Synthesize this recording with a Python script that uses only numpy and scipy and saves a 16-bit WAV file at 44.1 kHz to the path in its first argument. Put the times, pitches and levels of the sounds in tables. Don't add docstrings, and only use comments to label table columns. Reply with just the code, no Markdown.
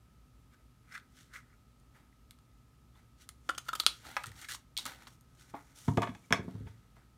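import sys
import numpy as np
from scipy import signal
from scipy.fft import rfft, irfft, next_fast_len
from scipy.io import wavfile
from scipy.ndimage import uniform_filter1d

SR = 44100
rng = np.random.default_rng(int(sys.argv[2]) if len(sys.argv) > 2 else 0)


def nominal_scale(level):
    x = np.asarray(level, float) / 20
    return 10 ** x


def transcribe(u):
    v = np.clip(np.atleast_2d(u).T, -1, 1)
    q = np.round(v * 32767).astype(np.int16)
    wavfile.write(sys.argv[1], SR, q)


N = 316505


# (pitch [Hz], level [dB])
AIR = [(12, -65), (20, -38), (36, -15.5), (60, 1), (82, -13), (117, -5.5), (244, -20.5), (297, -21),
       (566, -28), (690, -29), (1280, -31), (1390, -33), (2890, -35.5), (12500, -42.5), (16500, -47.5)]
# (pitch [Hz], rms level [dB])
WHINES = [(1248, -81), (1308, -81)]
# (pitch [Hz], width [Hz], rms level [dB])
DRONES = [(51.5, 6.1, -69.5), (119, 10, -71.5), (243.3, 35, -74)]
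# (pitch [Hz], t60 [s])
ROOM_DECAY = [(150, 0.52), (600, 0.2), (2000, 0.23), (5000, 0.18), (12000, 0.17)]
# (delay [ms], level [dB])
ECHOES = [(2.1, -9.5), (4.4, 0), (6.3, -42), (8.3, -0.5), (11.5, -28.5), (16, -27), (23.5, -25)]

# (pitch [Hz], level [dB], t60 [s])
DEEP = [(110.4, -2, 0.37), (144.5, -1.5, 0.15)]
# (pitch [Hz], level [dB], t60 [s])
MIDDLE = [(182.7, -2.5, 0.1), (244, 2.5, 0.039)]
# (pitch [Hz], level [dB], t60 [s])
EDGE = [(358.3, -4, 0.051), (432.3, 0.5, 0.059)]
# (pitch [Hz], level [dB], t60 [s])
PANEL = [(702.5, 3, 0.083), (833, -12, .02), (927, 6, 0.039), (1050, -2, 0.049), (1110, 1, 0.04)]
# (pitch [Hz], level [dB], t60 [s])
RATTLE = [(1668, -7, 0.018), (1728, -3, 0.036), (1966, -3.5, .02), (2130, -3.5, .02), (2263, 5, .014),
          (2510, 0, 0.025), (2915, -1, 0.017), (3280, 0, .014), (3300, -30, .02)]
# (pitch [Hz], level [dB], t60 [s])
TICK = [(4495, -11.5, .012), (5320, -4, 0.013), (5900, -4, 0.0077), (6490, 0.5, 0.0064), (7200, 17, 0.0013),
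        (9350, 4, .002), (11800, -11, .002)]
# (peak [s], rise [s], fall [s], level [dB])
SHAKES = [
    (4.0, 0.011, 0.025, -47.5),
    (4.072, 0.033, 0.052, -55),
    (4.269, 0.022, 0.21, -47.5),
    (6.4, 0.0048, 0.12, -46.5),
    (6.563, 0.16, 0.28, -44),
    (6.672, 0.19, 0.17, -49),
    (7.17, 0.053, 0.19, -64),
]
# (time [s], deep [dB], middle [dB], edge [dB], contact [ms])
THUMPS = [(5.537, -64.5, -48.5, -43.5, 1.2), (5.877, -45, -35, -41, 2), (5.8811, -20, -19, -25.5, 2.26),
          (5.97, -31, -36, -27.5, 1.9), (5.9734, -34, -20, -23.5, 1.33), (6.0204, -45, -47, -49, 2.3),
          (6.088, -49, -34.5, -55, 3), (6.146, -52, -60, -65, 3.2), (6.306, -37.5, -31.5, -37, 2.2),
          (6.3106, -41.5, -29, -33, 1.6), (6.3249, -48, -25.5, -30, 1.26), (6.392, -42, -30.5, -34, 1.6),
          (6.446, -51, -49, -42, 2), (6.479, -49, -33, -43.5, 1.35), (6.548, -46, -37.5, -49, 2.5),
          (6.605, -45, -40.5, -47, 2.2), (6.664, -42.5, -45.5, -52.5, 2.7), (6.966, -66, -66, -61, 2.6)]
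# (time [s], panel [dB], rattle [dB], tick [dB], contact rise [ms])
KNOCKS = [(5.538, -36, -52, -76, 4), (5.879, -29.5, -40.5, -49, 2.96), (5.885, -34, -43.5, -62, 2.4),
          (5.972, -25, -30.5, -39, 1.14), (5.978, -31, -38.5, -65, 1.8), (6.0185, -25, -34, -36.5, 1.5),
          (6.027, -28.5, -32, -48, 4.16), (6.07, -33, -39, -58, 2.7), (6.09, -49, -44.5, -70, 2.7),
          (6.148, -58.5, -45, -55, 1.9), (6.306, -34.5, -40, -49.5, 1.1), (6.311, -36.5, -46, -63.5, 2.6),
          (6.3245, -22.5, -16.5, -24, .6), (6.332, -28.5, -36, -40, 2.3), (6.34, -33, -35, -57, 1.6),
          (6.394, -43, -60, -80, 1.9), (6.478, -47.5, -69.5, -87.5, 2.7), (6.549, -54.5, -75, -85, 2.8),
          (6.666, -59.5, -53.5, -80, 4.1), (6.965, -60.5, -62, -85, 2.2)]

# (pitch [Hz], level [dB], t60 [s])
CARD = [(850, -2, 0.065), (1000, 1, 0.044), (1280, 13, 0.016), (1650, 14, 0.012), (1950, 7.5, .02),
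        (2200, 4, .014), (2650, -4, .009)]
# (time [s], card [dB], tick [dB], contact rise [ms])
OFFCUT = [
    (4.1664, -18, -32, 0.26),
    (4.1702, -25, -36, 0.23),
    (4.175, -43, -52, 1.5),
]

# (pitch [Hz], level [dB])
RUB_COLOURS = [
    [(850, -28.5), (1250, 5), (1480, 8), (1750, 3.5), (2080, 6.5), (2300, 1.5), (2600, -10), (3200, -43.5)],
    [(120, -25.5), (250, 4), (450, -8.5), (900, 4), (1300, -24.5)],
    [(2000, -32.5), (2800, 1), (3600, 3), (4600, -0.5), (6000, -29)],
    [(4200, -19.5), (5600, 3.5), (9000, -1.5), (13000, -9), (16000, -13.5)],
]
# (palm [dB], die [dB], hiss [dB])
RUB_SHARES = [
    (-30.5, -2.4, -0.5),
    (-2.5, -2.5, -6),
    (-4.5, -10, -3),
]
# (peak [s], rise [s], fall [s], shell [dB], die and hiss above shell [dB])
SLIDES = [(0.544, 0.059, 0.018, -68, -7), (0.949, 0.09, 0.072, -48, -11.5), (1.18, 0.11, 0.21, -68.5, 1.5),
          (1.228, 0.14, 0.043, -72, 1.5), (1.339, 0.02, 0.078, -52, -10.5),
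          (1.364, 0.072, 0.069, -50, -11.5), (1.54, 0.17, 0.027, -69, -14), (3.222, 0.062, 0.048, -66.5, 4),
          (3.6, .005, 0.021, -72, -7), (3.68, 0.057, .005, -65, 1), (4.2, .03, 0.24, -66.5, 2.5),
          (3.9, .005, 0.31, -66, 5), (4.03, 0.21, .005, -73, -3), (4.27, .005, 0.068, -55, -4.5),
          (4.392, 0.12, 0.19, -64.5, 5.5), (4.452, 0.14, 0.031, -54, -3.5), (4.495, 0.013, 0.1, -49, 1),
          (4.52, 0.043, 0.023, -48, 5), (4.549, 0.055, 0.024, -57.5, 12), (5.406, 0.058, 0.14, -68, 4),
          (5.502, 0.034, 0.034, -70, 1), (6.675, 0.041, 0.17, -68, -6)]
# (peak [s], rise [s], fall [s], shell [dB], die and hiss above shell [dB])
PALMS = [(0.6, 0.09, .06, -78, -8), (1.957, 0.047, 0.19, -66, -10), (2.968, 0.063, 0.15, -71.5, -3.5),
         (4.067, 0.071, 0.29, -55, -0.5), (4.44, 0.47, 0.04, -65.5, -10), (4.545, 0.054, 0.051, -67, -9),
         (4.789, .005, 0.13, -58.5, 11.5), (4.861, 0.017, 0.17, -48.5, -1), (5.032, 0.14, 0.11, -62, -4.5),
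         (5.072, 0.0085, 0.039, -56.5, 1.5), (5.564, 0.052, 0.11, -59, -12.5),
         (6.43, 0.0053, 0.13, -67.5, -2.5), (6.491, 0.085, 0.96, -72, -2), (6.966, 0.044, 0.21, -70.5, -8)]
# (peak [s], rise [s], fall [s], shell [dB], die and hiss above shell [dB])
BRUSHES = [(3.47, .1, .3, -79, 5.6), (3.56, .3, .3, -79.5, 12), (3.655, .05, .1, -75.5, 12),
           (3.79, .04, 0.22, -69.5, 11), (3.85, 0.22, .1, -76.5, 7.2), (5.14, 0.45, 0.07, -78.5, 10.5),
           (5.35, 0.0041, 0.035, -84, 14), (5.5, 0.22, .05, -71, 2.04), (5.7, 1, 0.31, -74, 1.15),
           (5.761, 0.024, 0.81, -69.5, 12.9), (5.865, 0.037, 0.014, -66, 11), (6.25, 0.18, 0.16, -78, 2.5)]

# (pitch factor, level [dB], t60 [s])
SHELL = [(1.023, 15, 0.024), (1.3, 5, .008), (1.2, -17, 0.0035)]
# (pitch factor, level [dB], t60 [s])
LEVER = [(1.3, -22.5, 0.049), (2.2, -11.5, 0.069), (.3, -13, 0.019)]
# (start [s], end [s])
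LOADED = (3.4, 3.9)
# (pitch [Hz], level [dB], t60 [s])
DIE = [(3450, 2, 0.017), (3900, -12.5, 0.015), (4030, 13.5, 0.0042), (4370, -5, 0.0065)]
# (pitch [Hz], level [dB], t60 [s])
JAWS = [(3300, 0, .008), (3560, -7, .016), (3950, -5, .007), (4450, -4, .007), (4900, -8, .004)]
# (pitch [Hz], level [dB], t60 [s])
FIZZ = [(5950, -11, .004), (6900, -2.5, 0.0077), (7250, 2, 0.0086), (7800, 4.5, .004), (8620, 3.5, 0.01),
        (9240, 3.5, 0.0071), (11100, 0.5, 0.0058), (11820, 0, .004), (12200, -9.5, 0.0044),
        (13700, -4.5, .004), (14240, -7.5, .004)]
# (time [s], shell pitch [Hz])
GRIP = [
    (0.95, 1630),
    (1.34, 2150),
    (2.1, 1280),
    (4.26, 1315),
    (4.265, 1850),
    (4.5, 1630),
    (4.776, 2200),
    (4.784, 1330),
    (5.07, 1110),
]
# (time [s], die [dB], shell [dB], fizz [dB], contact rise [ms])
SNAPS = [(0.96, -62, -50, -59, 0.03), (0.9782, -43.5, -51, -44, 0.038), (0.999, -53, -65, -64, .3),
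         (1.7994, -77, -82, -58, 0.061), (2.3087, -44, -71, -41, 0.13), (2.3881, -59, -64, -56, 0.093),
         (3.2904, -38, -46, -29.5, 0.04), (3.8026, -22.5, -30.5, -27, 0.46), (4.116, -60, -51, -42, 0.053),
         (4.2366, -43, -57, -36, 0.08), (4.2592, -40, -44, -37, 0.14), (4.292, -51, -60, -49, .3),
         (4.317, -49, -51, -47, 0.07), (4.768, -22.5, -43, -36, 0.09), (4.7702, -37, -43, -46, .3),
         (4.776, -21, -47, -23.5, 0.053), (4.778, -33, -58, -45, 0.14), (4.7856, -25.5, -49, -31.5, 0.34),
         (4.7882, -33, -59, -41.5, 0.18), (4.8634, -36, -44, -30, 0.4), (5.07, -41.5, -47.5, -69, 0.071),
         (5.2101, -64, -74, -49.5, 0.055)]
# (time [s], die [dB], shell [dB], fizz [dB], contact rise [ms])
CRUNCHES = [(0.946, -49, -38.5, -62, 4.2), (1.335, -50, -57, -54, 2.2), (2.1263, -78, -72, -81, 1.5),
            (3.49, -30, -26.5, -38, 1.74), (3.4945, -61, -20.5, -37.5, 0.62), (3.5033, -43, -61, -48, 1.5),
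            (3.5782, -34, -31, -36, 2.1), (3.5828, -33.5, -49, -33, 0.67), (3.6834, -41, -35, -39, 2.4),
            (3.687, -36.5, -34.5, -38.5, 2.3), (3.7298, -38, -32.5, -39, 2.2),
            (3.751, -33.5, -33, -33.5, 2.6), (3.7991, -21.5, -32, -23.5, 0.44),
            (4.0498, -71, -45.5, -52, 1.62), (4.2398, -39, -34, -40, 0.51), (4.266, -47, -49, -38.5, 1.27),
            (4.4128, -49, -57, -43.5, 2.1), (4.4452, -44.5, -53, -55, 2.3), (4.485, -40.5, -37, -38.5, 3.1),
            (4.775, -28.5, -38.5, -42, 2.4), (4.8537, -33.5, -39, -29, 0.89), (4.858, -49, -35, -52, 1.66),
            (4.864, -37.5, -51, -35, 1)]
# (time [s], die [dB], shell [dB], fizz [dB], contact rise [ms])
CUT = [
    (3.549, -46, -48, -50, .6),
    (3.8346, -44, -40, -45, 1.2),
    (3.8646, -3, -19, -10, .08),
]
# (time [s], pitch [Hz], level [dB], t60 [s], contact rise [ms])
PATCHES = [(0.921, 5240, -52, .008, 2), (0.946, 5450, -51, .01, 3.7), (0.959, 1950, -37, .01, .5),
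           (1.337, 5500, -65, .006, 1), (1.354, 2070, -42, 0.023, 2.4), (1.37, 2100, -50, .015, 2.3),
           (3.504, 1310, -35, .01, 0.7), (3.515, 1320, -48, 0.034, 1), (3.58, 6360, -35.5, 0.0087, 0.88),
           (3.581, 8530, -39, 0.0087, 0.83), (3.687, 4440, -39, .008, 1.2), (3.686, 7840, -59, .008, 1.4),
           (3.751, 7200, -41, .008, 2.5), (3.7991, 3860, -22.5, 0.012, 0.55), (3.798, 4600, -28, 0.012, .5),
           (3.7995, 2300, -36, .006, .5), (3.8646, 2040, -26, .008, 0.09), (3.867, 5240, -31, .012, .3),
           (4.2375, 2650, -38, 0.0073, 0.33), (4.241, 3200, -42, .006, .4), (4.415, 6800, -52, .006, 1),
           (4.444, 2110, -38.5, .01, 1.4), (4.476, 8160, -52, .006, 1), (4.51, 1670, -42, 0.013, 3.5),
           (4.546, 1130, -39.5, 0.0081, 0.83), (4.559, 6650, -48, .006, .8), (4.781, 1000, -47, 0.016, 1.9),
           (4.795, 5260, -38, .01, 1), (4.869, 1340, -45, .012, 1), (5.539, 818, -39.5, 0.072, 1.6),
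           (5.539, 279, -42.5, 0.063, 1.8), (5.979, 695, -19, 0.044, 0.99),
           (5.973, 1210, -30.5, 0.064, 3.2), (6.088, 253, -38, .09, 3.3), (6.325, 1060, -17.5, 0.0066, .8),
           (6.668, 903, -53.5, 0.06, 2.1), (6.23, 2300, -63.5, .05, 8), (6.326, 1950, -27, 0.0087, 2),
           (6.338, 429, -34, .05, 1.8), (0.974, 1500, -43, .012, 2.5)]
# (time [s], pitch [Hz], level [dB], t60 [s],
# contact rise [ms])
SPOTS = [(0.541, 1600, -62, .02, 3), (2.125, 2000, -62, .015, 1), (2.3088, 2130, -55, 0.013, .15),
         (2.3101, 1420, -60, .008, .15), (2.3083, 2920, -48, .006, .15), (2.95, 3500, -65, 0.02, 3),
         (2.95, 1060, -66, .015, 3), (3.2912, 2050, -45.5, .008, .2), (3.2917, 3060, -50, 0.0092, .2),
         (3.661, 1350, -51.5, 0.039, 6), (3.504, 10700, -45, .006, 1), (3.549, 3200, -47, 0.0087, .5),
         (4.167, 2550, -28, .007, .2), (4.1694, 1280, -24, .011, .2), (4.167, 5570, -28.5, 0.0034, .2),
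         (4.768, 3890, -30, .01, .3), (4.775, 4300, -32, .012, .3), (4.79, 3820, -35.5, .025, 2),
         (5.879, 2110, -45, 0.023, 1), (5.879, 1070, -38, .02, 1), (5.975, 1650, -35.5, .015, .6),
         (5.977, 442, -23.5, 0.074, 1), (6.018, 1130, -27, .04, 2.5), (6.0185, 2490, -35, .02, 1.5),
         (6.071, 1110, -43, .02, 1.5), (6.15, 840, -51.5, 0.025, 1.5), (6.15, 1708, -59, 0.048, 1.5),
         (6.305, 2200, -43, .015, 1), (6.3251, 1630, -17.5, .013, .5), (6.3248, 2170, -18.5, .011, .5),
         (6.3246, 3280, -18.5, .009, .5), (6.3245, 5320, -26.5, 0.018, .3), (6.3245, 5950, -23.5, .01, .3),
         (6.333, 3260, -33.5, .008, 1), (6.331, 5400, -32.5, .015, 1), (6.354, 4380, -49, .02, 6.2),
         (3.6869, 1344, -29.5, .022, 1.7), (3.686, 3310, -34, .01, 1.37), (3.7308, 1313, -28.5, .025, 1),
         (3.7306, 3600, -35.5, .012, 2.6)]


def evened(x):
    return x / np.sqrt(np.mean(x ** 2) + 1e-20)


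def read(points, hz):
    f, value = np.transpose(points)
    return np.interp(np.log(hz + 1), np.log(f + 1), value)


def add(mix, s, sound):
    part = mix[round(s * SR):][:len(sound)]
    part += sound[:len(part)]


def colour(x, points):
    size = next_fast_len(len(x))
    gain = nominal_scale(read(points, np.fft.rfftfreq(size, 1 / SR)))
    return evened(irfft(rfft(x, size) * gain, size)[:len(x)])


def above(x, hz):
    return signal.sosfilt(signal.butter(4, hz, "high", fs=SR, output="sos"), x)


def ring(modes, blow, peak_db, pitch=1, spread=0.02, vary_db=1.8):
    longest = max(t60 for hz, db, t60 in modes)
    t = np.arange(int(SR * longest) + 58) / SR
    body = np.zeros(len(t))
    for hz, db, t60 in modes:
        share_db = vary_db * rng.standard_normal()
        detune = 1 + spread * rng.standard_normal()
        fade = nominal_scale(db + share_db - 60 * t / max(t60, .001))
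        body += fade * np.sin(2 * np.pi * hz * pitch * detune * t)
    hz = pitch * np.array(modes)[:, 0]
    edges = [.7 * hz.min(), min(1.4 * hz.max(), .45 * SR)]
    band = signal.butter(3, edges, "band", fs=SR, output="sos")
    out = signal.sosfilt(band, signal.fftconvolve(body, blow))
    return nominal_scale(peak_db) * out / abs(out).max()


def chatter(ms):
    u = (np.arange(2048) + 1) / SR * 1000 / max(ms, .02)
    swell = u * np.exp(-u)
    slips = rng.standard_normal(len(u)) * swell
    for _ in range(4):
        z = rfft(slips, 4096)
        slips = irfft(z / (abs(z) + 1e-9), 4096)[:len(u)]
        slips *= np.minimum(1, swell / swell.max() * 4)
    return slips


def stroke(peak_s, rise_s, fall_s, db):
    t = np.arange(N // 32 + 2) * 32 / SR - peak_s
    return nominal_scale(db - 30 * np.maximum(-t / max(rise_s, .002), t / max(fall_s, .002))) ** 2


def widen(power, size):
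    return uniform_filter1d(np.repeat(np.sqrt(power), 32)[:N], size)


def background():
    t, size = np.arange(N) / SR, next_fast_len(N)
    hz = np.fft.rfftfreq(size, 1 / SR)
    out = nominal_scale(-63.5) * colour(rng.standard_normal(N), AIR)
    for f, width, db in DRONES:
        narrow = rfft(rng.standard_normal(size)) / (1 + ((hz - f) / width) ** 2)
        out += nominal_scale(db) * evened(irfft(narrow, size)[:N])
    for f, db in WHINES:
        drift = 0.59 * evened(uniform_filter1d(rng.standard_normal(N), 4000))
        out += nominal_scale(db) * np.sqrt(2) * np.sin(2 * np.pi * f * t + drift)
    return out


def room(x):
    taps = np.zeros(SR // 2)
    at = np.arange(120, len(taps) - 20, 20)
    taps[at + rng.integers(0, 20, len(at))] = rng.choice([-1., 1.], len(at))
    hz, t, z = signal.stft(taps, SR, nperseg=128)
    fade = nominal_scale(-60 * t / read(ROOM_DECAY, hz)[:, None])
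    tail = signal.istft(z * fade, SR, nperseg=128)[1]
    tail /= np.linalg.norm(tail)
    for k, (ms, db) in enumerate(ECHOES):
        tail[round(ms * SR / 1000)] += (-1) ** k * nominal_scale(db - 5.5)
    return signal.fftconvolve(x, tail)[:N]


def shaking():
    pushed = ring(DEEP + MIDDLE + EDGE, rng.standard_normal(N), 0)[:N]
    tremble = colour(pushed, [(30, -4), (60, 26), (110, 9.0), (300, 1.5)])
    return widen(sum(stroke(*row) for row in SHAKES), size=800) * tremble


def table_thumps():
    out = np.zeros(N)
    for s, *levels_db, ms in THUMPS:
        top = []
        for modes, level_db in zip([DEEP, MIDDLE, EDGE], levels_db):
            top += [(hz, db + level_db, t60) for hz, db, t60 in modes]
        push = np.hanning(int(ms * SR / 1000) + 3)
        add(out, s, ring(top, push, 1.5 + max(levels_db), spread=0.0031, vary_db=1.5))
    return out


def table_knocks():
    out = np.zeros(N)
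    for s, *levels_db, ms in KNOCKS:
        blow = chatter(ms)
        for modes, db in zip([PANEL, RATTLE, TICK], levels_db):
            add(out, s, ring(modes, blow, db, spread=0.0065))
    return out


def falling_offcut():
    out = np.zeros(N)
    for s, card_db, tick_db, ms in OFFCUT:
        blow = chatter(ms)
        add(out, s, ring(CARD, blow, card_db, spread=0.0075))
        add(out, s, ring(DIE + FIZZ, blow, tick_db))
    return out


def rubbing():
    slips = rng.standard_normal(N) * nominal_scale(1.8 * np.minimum(rng.exponential(1, N), 4))
    clumps = nominal_scale(2.4 * evened(uniform_filter1d(rng.standard_normal(N), 130)))
    power = 0
    for rows, (palm_db, die_db, hiss_db) in zip([SLIDES, PALMS, BRUSHES], RUB_SHARES):
        for *gesture, dry_db in rows:
            shares_db = [[0], [palm_db], [die_db + dry_db], [hiss_db + dry_db]]
            power = power + stroke(*gesture) * nominal_scale(shares_db) ** 2
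    parts = [widen(p, size=200) * colour(slips, points) for p, points in zip(power, RUB_COLOURS)]
    return clumps * sum(parts)


def ringing_patches():
    out = np.zeros(N)
    for s, hz, db, t60, ms in PATCHES + SPOTS:
        add(out, s, ring([(hz, 0, t60)], chatter(ms), db, spread=0))
    return out


def punch():
    out = np.zeros(N)
    for s, die_db, shell_db, fizz_db, ms in SNAPS + CRUNCHES + CUT:
        blow = chatter(ms)
        loaded = LOADED[0] < s < LOADED[1]
        if loaded:
            shell = SHELL + LEVER
        else:
            shell = [(factor, db, 0.97 * t60) for factor, db, t60 in SHELL]
        shell_hz = np.interp(s, *np.transpose(GRIP))
        add(out, s, ring(shell, blow, shell_db, shell_hz))
        die = JAWS if loaded and ms > .5 else DIE
        add(out, s, ring(die, blow, die_db))
        add(out, s, ring(FIZZ, blow, fizz_db, spread=0.04, vary_db=4))
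    return out


def scene():
    near = punch() + ringing_patches() + rubbing()
    far = table_thumps() + table_knocks() + falling_offcut()
    echoes = room(nominal_scale(-11.5) * near + nominal_scale(-7.0) * above(far, 205))
    return (near + far + echoes + shaking() + background())[None]


def top_cut(x):
    return signal.sosfilt(signal.butter(12, 17030, fs=SR, output="sos"), x)


def record(dry):
    treble_cut = signal.butter(12, 15500, fs=SR, output="sos")
    dulled = signal.sosfilt(treble_cut, above(dry, 46))
    return top_cut(dulled)


dry = scene()
out = record(dry)
transcribe(out)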